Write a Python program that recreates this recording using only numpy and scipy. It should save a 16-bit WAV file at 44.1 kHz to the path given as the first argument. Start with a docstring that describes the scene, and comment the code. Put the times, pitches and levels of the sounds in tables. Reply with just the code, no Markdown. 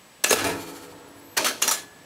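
"""In a small room, close up, three spring-loaded metal targets of a pinball machine are knocked down by hand.
Each snaps free, lands and chatters: flurries of random clicks drive metal resonances, with single dying rings.
The first sets the wooden cabinet rumbling (noise in wood modes) and a loose part jingling (pulsed clicks).
A thin two-tone whistle glides up before the second target; fans hum (shaped noise) with a faint high tone.
The metal has a short room tail, and the microphone drops the deep bass."""
import sys
import numpy as np
from scipy import signal
from scipy.fft import rfft, irfft
from scipy.io import wavfile
from scipy.ndimage import uniform_filter1d

SR = 44100
rng = np.random.default_rng(int(sys.argv[2]) if len(sys.argv) > 2 else 0)


def inscribe(sig):
    """Save sig as 16-bit PCM at rate SR to the path in sys.argv[1].

    A 1-D sig is mono; a 2-D sig holds one channel per row.
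    Samples are clipped to [-1, 1] before scaling.
    """
    pcm = np.round(np.clip(np.atleast_2d(sig).T, -1, 1) * 32767)
    wavfile.write(sys.argv[1], SR, pcm.astype(np.int16))


N = 90404
TIME = np.arange(N) / SR

# One table per target, each row a flurry of clicks: (start [s], rise [s], level [dB], t60 after the rise [s],
# bass relative to middle [dB], treble relative to middle [dB])
TARGET_FLURRIES = [
    [(.2375, 0.0045, -17.5, 0.016, -1, 8.5), (.243, 0.0025, -13, 0.015, -8.5, -14),
     (.25, 0.014, -26.5, 0.23, 5, 2.5), (.284, 0.021, -27.5, 0.076, 6.5, 2),
     (.3068, 0.00081, -15, 0.082, 4.5, 1.5), (.318, 0.0071, -20.5, 0.14, -18, 4.5),
     (.3287, 0.00043, -9, 0.024, 6, -0.5), (.345, 0.019, -29, 0.38, -23, -1),
     (.383, 0.0057, -27, 0.32, -24, -6), (.441, 0.0021, -25.5, 0.23, -20, -2),
     (.465, 0.0024, -30, 0.14, -16, 2), (.49, 0.0042, -33, 0.38, -20, -2)],
    [(1.366, 0.013, -15, 0.038, -9, 0.5), (1.386, 0.0075, -28, 0.75, 7, -6),
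     (1.444, 0.0019, -21.5, 0.25, -4, 1), (1.455, 0.013, -21.5, 0.1, -14, 0.5),
     (1.48, 0.0074, -25.5, 0.076, -4, -0.5), (1.503, 0.0057, -32.5, 0.083, 8, -16)],
    [(1.617, 0.0049, -24, 0.076, -22, 7.5), (1.623, 0.00067, -19.5, 0.037, -14, 5),
     (1.635, 0.0055, -27, 0.39, 3, 1), (1.675, .001, -24, 0.018, -1, -3),
     (1.678, 0.001, -17.5, 0.033, -9, 6), (1.686, 0.0052, -26, 0.1, -21, 5),
     (1.708, 0.0051, -22.5, 0.15, -3, 7), (1.73, 0.012, -30.5, 0.18, -1, -1),
     (1.77, 0.0088, -34.5, 0.23, 2.5, -1.5)],
]
# Resonances of each metal target: (frequency [Hz], width [Hz], relative level [dB])
FIRST_RING = [(437, 49, -7), (1310, 88, 1), (1732, 97, 8), (2790, 250, 7), (4170, 170, 3), (2454, 30, -2),
              (6770, 49, -3), (7100, 100, -10), (9350, 53, -7), (11000, 110, -14), (10400, 31, -9),
              (3440, 75, -3)]
SECOND_RING = [(670, 17, 4), (1270, 200, 9), (1640, 17, -1), (3320, 21, 1), (2870, 50, -10), (4442, 50, 7),
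               (6350, 140, 7.5), (7210, 97, 2), (9320, 73, 3), (11000, 39, -13), (12020, 54, -13)]
THIRD_RING = [(1275, 120, 4), (1760, 19, -6), (2470, 61, -8.5), (3460, 32, -5), (4230, 40, 1.5),
              (5100, 38, -9), (5790, 39, -6), (6550, 35, -4), (7180, 100, 1.5), (7600, 44, -6),
              (8130, 230, -10), (9500, 220, -11), (10800, 71, -12), ]
# Strength of the resonances beside the bare clicks, one per target: (level [dB])
TARGET_RING_DB = [-9.5, -8.5, -6.5]
# Spectrum of a bare click: (frequency [Hz], relative level [dB])
CLICK_SPECTRUM = [(35, -63), (60, -16), (301, -4), (1110, -8), (1280, 0), (2000, -4), (5090, -5.5),
                  (5860, -7), (11000, -9.5), (16000, -17.5)]
BASS_HZ, TREBLE_HZ = 880, 5160  # bass lies below the first, treble above the second


def target(flurries, modes, ring_db):
    """Metal clatters: flurries of clicks rise and die, heard bare and through the target's resonances."""
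    power = np.zeros((3, N))
    for start, rise, db, t60, bass_db, treble_db in flurries:
        t = TIME - start
        rise = max(rise, 2e-4)
        decay = gain_of(db - 60 * np.maximum(t - rise, 0) / t60)
        shape = np.clip(t / rise, 0, 1) * decay
        power += (shape * gain_of([[bass_db], [0], [treble_db]])) ** 2
    bass, middle, treble = np.sqrt(power) * clicks()
    low = signal.butter(2, BASS_HZ, fs=SR)
    high = signal.butter(2, TREBLE_HZ, "high", fs=SR)
    # swap the middle's bass and treble for their own strengths
    drive = middle + signal.lfilter(*low, bass - middle) + signal.lfilter(*high, treble - middle)
    return coloured(drive, CLICK_SPECTRUM) + gain_of(ring_db) * ringing(drive, modes)


# Single clear rings that stand out of the clatter:
# (start [s], frequency [Hz], level [dB], t60 [s])
CLEAR_RINGS = [(.241, 2606, -19, 0.14), (.241, 5890, -13, 0.032), (.242, 7760, -13, 0.056),
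               (.284, 6150, -21, 0.067), (.295, 6490, -16.5, 0.16), (.308, 436, -17.5, 0.13),
               (.334, 447.6, -18.5, .15), (.33, 1230, -8, 0.018), (.447, 441, -24, 0.45),
               (.445, 2424, -31.5, 0.57), (.494, 330, -28, .35), (.455, 9260, -32.5, 0.29),
               (1.378, 618, -25, 0.37), (1.378, 2410, -22, 0.16), (1.377, 1610, -21, 0.096),
               (1.386, 948, -21, 0.1), (1.446, 2830, -26.5, 0.086), (1.456, 1290, -23, 0.22),
               (1.465, 1614, -23, 0.24), (1.624, 6770, -12.5, 0.031), (1.624, 1668, -23, .1),
               (1.626, 4290, -21.5, 0.085), (1.628, 6300, -21.5, 0.11), (1.624, 2815, -15.5, 0.073),
               (1.679, 10930, -25, 0.14), (1.679, 5840, -17, 0.21), (1.712, 1287, -22, 0.13),
               (1.714, 7500, -25, 0.18), (1.714, 9780, -26.5, 0.27), (1.678, 2830, -24, 0.08),
               (1.68, 928, -25, 0.11), (1.712, 3450, -30.5, .25)]
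RING_ROUGHNESS, ROUGH_SPEED = 0.82, 0.031  # share of noise at the start; its bandwidth per Hz of pitch
CHATTER_S = 0.26  # noise share falls to 1/e in this time


def pings():
    """Metal rings are roughened while parts chatter in contact, then turn clean."""
    return struck(CLEAR_RINGS, RING_ROUGHNESS, ROUGH_SPEED, CHATTER_S)


# Dull knocks on wood: (start [s], frequency [Hz], level before the low cut [dB], t60 [s])
WOOD_KNOCKS = [(.3288, 612, -4, 0.016), (.3311, 614, -5.5, 0.013), (.3075, 376, -16.5, 0.051)]


def thumps():
    """Wood answers a knock with short, clean dying tones."""
    return struck(WOOD_KNOCKS, 0, ROUGH_SPEED, CHATTER_S)


WAVER, WAVER_SPEED = 0.25, 0.012  # lasting noise share; its bandwidth per Hz of pitch
# A thin free ring of the last target: (start [s], frequency [Hz], level [dB], t60 [s])
FREE_RING = [(1.68, 1713, -40, 1.15)]


def late_ring():
    """The last target rings on freely as one slowly dying, wavering tone."""
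    return struck(FREE_RING, WAVER, WAVER_SPEED, np.inf)


# Modes of the wooden cabinet: (frequency [Hz], relative level [dB], t60 [s])
CABINET_MODES = [(106, 0, .8), (169, -5, 2.1), (284.4, 4, 2.4), (332, 1, 2.6), (417, 0, 2.35),
                 (488.5, -0.5, 2.9), (680, -5.5, 1.7), (878, -4.5, 2.9), (950, -5, 1.5), (1314, -5.5, 1.8),
                 (1400, -7, 2.3), (1848, -7, 1.5)]
# Strength of the shaking in those modes: (time [s], level [dB])
RUMBLE_LEVEL = [(0.362, -35), (0.4, -37), (0.468, -29.5), (0.612, -45), (0.888, -53.5), (0.91, -50),
                (1.34, -55.5)]
RUMBLE_WIDTH_HZ, RUMBLE_WASH_DB = 6.4, -1  # mode width; broad noise relative to the modes
KNOCK_S, KNOCK_DB = 0.45, -39.5


def rumble():
    """The cabinet rings on after a hard knock and keeps being shaken: noise in the same modes."""
    s, db = np.transpose(RUMBLE_LEVEL)
    noise = rng.standard_normal((2, N))
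    wash_band = signal.butter(2, [210, 1010], "band", fs=SR)
    wash = evened(signal.lfilter(*wash_band, noise[1]))
    shaken_modes = [(hz, RUMBLE_WIDTH_HZ, mode_db) for hz, mode_db, _ in CABINET_MODES]
    shaken = ringing(noise[0], shaken_modes) + gain_of(RUMBLE_WASH_DB) * wash
    knocks = [(KNOCK_S, hz, KNOCK_DB + mode_db, t60) for hz, mode_db, t60 in CABINET_MODES]
    knocked = struck(knocks, WAVER, WAVER_SPEED, np.inf)
    return knocked + shaken * gain_of(np.interp(TIME, s, db, left=-120))


# Resonances of the loose metal part:
# (frequency [Hz], width before the shared addition [Hz], relative level [dB])
JINGLE_MODES = [(1310, 9, 8.5), (2420, 10, 3), (3326, 20, -2), (4440, 66, 4.5), (6200, 190, -11),
                (7340, 20, 4), (7840, 39, -10), (8200, 23, -2), (9720, 30, 3), (11300, 20, -2),
                (12400, 65, 1), (13300, 60, 0), (13700, 45, -5), (14900, 26, -4)]
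ADDED_WIDTH_HZ = 34  # added to every width: the loose part's rings are short and blurred
JINGLE_S, JINGLE_DB, JINGLE_T60 = 0.615, -49, 2.5  # time of a swing peak [s], level there, t60 [s]
SWING_HZ, SWING_DB = 13.25, 3.5  # swing rate; rise and dip of the level about its mean
JINGLE_END_S, JINGLE_FADE_DB_PER_S = 0.82, 60  # extra fade from here on
JINGLE_DRY_DB = 4  # bare clicks relative to the resonances


def jingle():
    """A loose metal part swings and buzzes at each swing, dying away."""
    t = TIME - JINGLE_S
    swing_db = SWING_DB * np.cos(2 * np.pi * SWING_HZ * t) - 60 * abs(t) / JINGLE_T60
    fade_db = JINGLE_FADE_DB_PER_S * np.maximum(TIME - JINGLE_END_S, 0)
    started = t > -0.05
    drive = clicks() * gain_of(JINGLE_DB + swing_db - fade_db) * started
    modes = [(hz, ADDED_WIDTH_HZ + width, db) for hz, width, db in JINGLE_MODES]
    return ringing(drive, modes) + gain_of(JINGLE_DRY_DB) * coloured(drive, CLICK_SPECTRUM)


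# Course of the lower whistle tone: (time [s], frequency [Hz], level before flutter and smoothing [dB])
WHISTLE_GLIDE = [(1.075, 10400, -64), (1.115, 10200, -66), (1.13, 10150, -85), (1.155, 10240, -68),
                 (1.175, 10340, -60), (1.235, 11600, -63), (1.253, 12100, -54.5), (1.287, 12430, -60),
                 (1.337, 12280, -54), (1.359, 12030, -62), (1.365, 11880, -56)]
UPPER_RATIO, UPPER_DB = 1.36, -3  # upper tone relative to the lower
FLUTTER_DB = 3  # RMS


def whistle():
    """Two thin tones glide up together and sag at the end, their level fluttering at random."""
    s, hz, db = np.transpose(WHISTLE_GLIDE)
    pitch = uniform_filter1d(np.interp(TIME, s, hz), size=1200)
    phase = 2 * np.pi * np.cumsum(pitch) / SR
    flutter = evened(uniform_filter1d(rng.standard_normal(N), size=250))
    level = np.sqrt(2) * gain_of(np.interp(TIME, s, db, -120, -120))
    level *= gain_of(FLUTTER_DB * flutter)
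    tones = np.sin(phase) + gain_of(UPPER_DB) * np.sin(UPPER_RATIO * phase)
    return uniform_filter1d(level, size=300) * tones


# Spectrum of the fans: (frequency [Hz], relative level per Hz [dB])
FAN_SPECTRUM = [(12, -42), (20, -13), (104, -9.5), (150, -4), (923, -9.5), (1260, -10), (1440, -16),
                (1660, -7), (1810, -12), (2910, -13.5), (7950, -20.5), (16000, -26.5)]
HUM_DB = -52  # RMS
TONE_HZ, TONE_DB = 7875, -64  # RMS


def hum():
    """Fans make steady shaped noise, with a narrow high tone."""
    hz = np.fft.rfftfreq(N, 1 / SR)
    spectrum = rfft(rng.standard_normal(N)) * gain_of(read(FAN_SPECTRUM, hz))
    wash = irfft(spectrum, N)
    tone = np.sin(2 * np.pi * TONE_HZ * TIME)
    return gain_of(HUM_DB) * evened(wash) + gain_of(TONE_DB) * evened(tone)


# Decay of the small room: (frequency [Hz], t60 [s])
ROOM_DECAY = [(200, 0.16), (1500, 0.087), (6000, 0.11), (15000, 0.062)]
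ROOM_DB = -13.5  # relative to the direct sound


def room(x):
    """Walls return a tail of noise, each band dying at its own speed."""
    n = np.arange(SR // 2)
    taps = rng.standard_normal(SR // 2) * (n > 200)  # gap before the first reflection
    hz, t, bands = signal.stft(taps, SR, nperseg=256)
    decay = gain_of(-60 * t / read(ROOM_DECAY, hz)[:, None])
    tail = signal.istft(bands * decay, SR, nperseg=256)[1]
    return signal.fftconvolve(x, tail / np.linalg.norm(tail))[:N]


CLICKS_PER_S, CLICK_SPREAD_DB = 9000, 1.5


def clicks():
    """Dense clicks of random time, sign and size, at power 1."""
    size = gain_of(CLICK_SPREAD_DB * np.minimum(rng.exponential(1, N), 4))
    sign = rng.choice([-1., 1.], N)
    happens = rng.random(N) < CLICKS_PER_S / SR
    return evened(size * sign * happens)


PING_RISE_S = 0.0015  # longest rise
SHAKE_HZ = 38.7  # added chatter bandwidth, scaled by the roughness


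def struck(rows, rough, speed, lasts):
    """Dying tones whose height and phase are shaken by contact, each at most a second long."""
    out = np.zeros(N)
    for s, hz, db, t60 in rows:
        start = round(s * SR)
        t = np.arange(min(N - start, SR)) / SR
        a, b = rng.standard_normal((2, SR))[:, :len(t)]
        r = np.exp(-np.pi * (speed * hz + SHAKE_HZ * rough) / SR)
        shake = signal.lfilter([np.sqrt((1 - r * r) / 2)], [1, -r], a + 1j * b)
        share = np.clip(rough, 0, 1) * np.exp(-(t / lasts) ** 2)
        tone = ((1 - share + share * shake) * np.exp(2j * np.pi * hz * t)).imag
        rise = np.minimum(t / min(PING_RISE_S, t60 / 40), 1)
        out[start:start + len(t)] += rise * gain_of(db - 60 * t / t60) * tone
    return out


def ringing(x, modes):
    """Bank of resonances; noise of power 1 comes out with about power 1."""
    out = np.zeros(N)
    for hz, width, db in modes:
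        r = np.exp(-np.pi * width / SR)
        pole = r * np.exp(2j * np.pi * hz / SR)
        ring = signal.lfilter([1], [1, -pole], x + 0j).imag
        out += gain_of(db) * np.sqrt(2 * (1 - r * r)) * ring
    return out / np.sqrt(sum(gain_of(2 * db) for _, _, db in modes))


def coloured(x, spectrum):
    """Short filter with the shape of the given spectrum and unit energy."""
    gain = gain_of(read(spectrum, np.fft.rfftfreq(1024, 1 / SR)))
    # squared, since the minimum-phase step takes the root of the response
    even_taps = signal.firwin2(1023, np.linspace(0, 1, 513), gain ** 2)
    taps = signal.minimum_phase(even_taps)
    return signal.oaconvolve(x, taps / np.linalg.norm(taps))[:N]


def read(points, hz):
    """Read a table of values between its points, along log frequency."""
    f, value = np.transpose(points)
    return np.interp(np.log(hz + 1), np.log(f + 1), value)


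def gain_of(db):
    """Amplitude factor of a level in dB."""
    return 10 ** (np.asarray(db) / 20)


def evened(x):
    """Scale to power 1."""
    return x / np.sqrt(np.mean(x ** 2) + 1e-20)


LOW_CUT_HZ = 225


def scene():
    """The metal with its room tail, over the cabinet, whistle and fans."""
    rings = [FIRST_RING, SECOND_RING, THIRD_RING]
    clatter = sum(target(*parts) for parts in zip(TARGET_FLURRIES, rings, TARGET_RING_DB))
    clatter += jingle() + thumps()
    low_cut = signal.butter(3, LOW_CUT_HZ, "high", fs=SR, output="sos")
    metal = signal.sosfilt(low_cut, clatter) + pings() + late_ring()
    rest = rumble() + whistle() + hum()
    return (metal + gain_of(ROOM_DB) * room(metal) + rest)[None]


MIC_LOW_HZ, EDGE_HZ = 60.6, 15750  # lower and upper limits


def record(dry):
    """The microphone drops the deep bass; a steep filter limits the treble."""
    thin = signal.lfilter(*signal.butter(2, MIC_LOW_HZ, "high", fs=SR), dry)
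    band_limit = signal.firwin(511, EDGE_HZ, window=("kaiser", 9), fs=SR)
    return signal.oaconvolve(thin, band_limit[None], "same")


dry = scene()
out = record(dry)
inscribe(out)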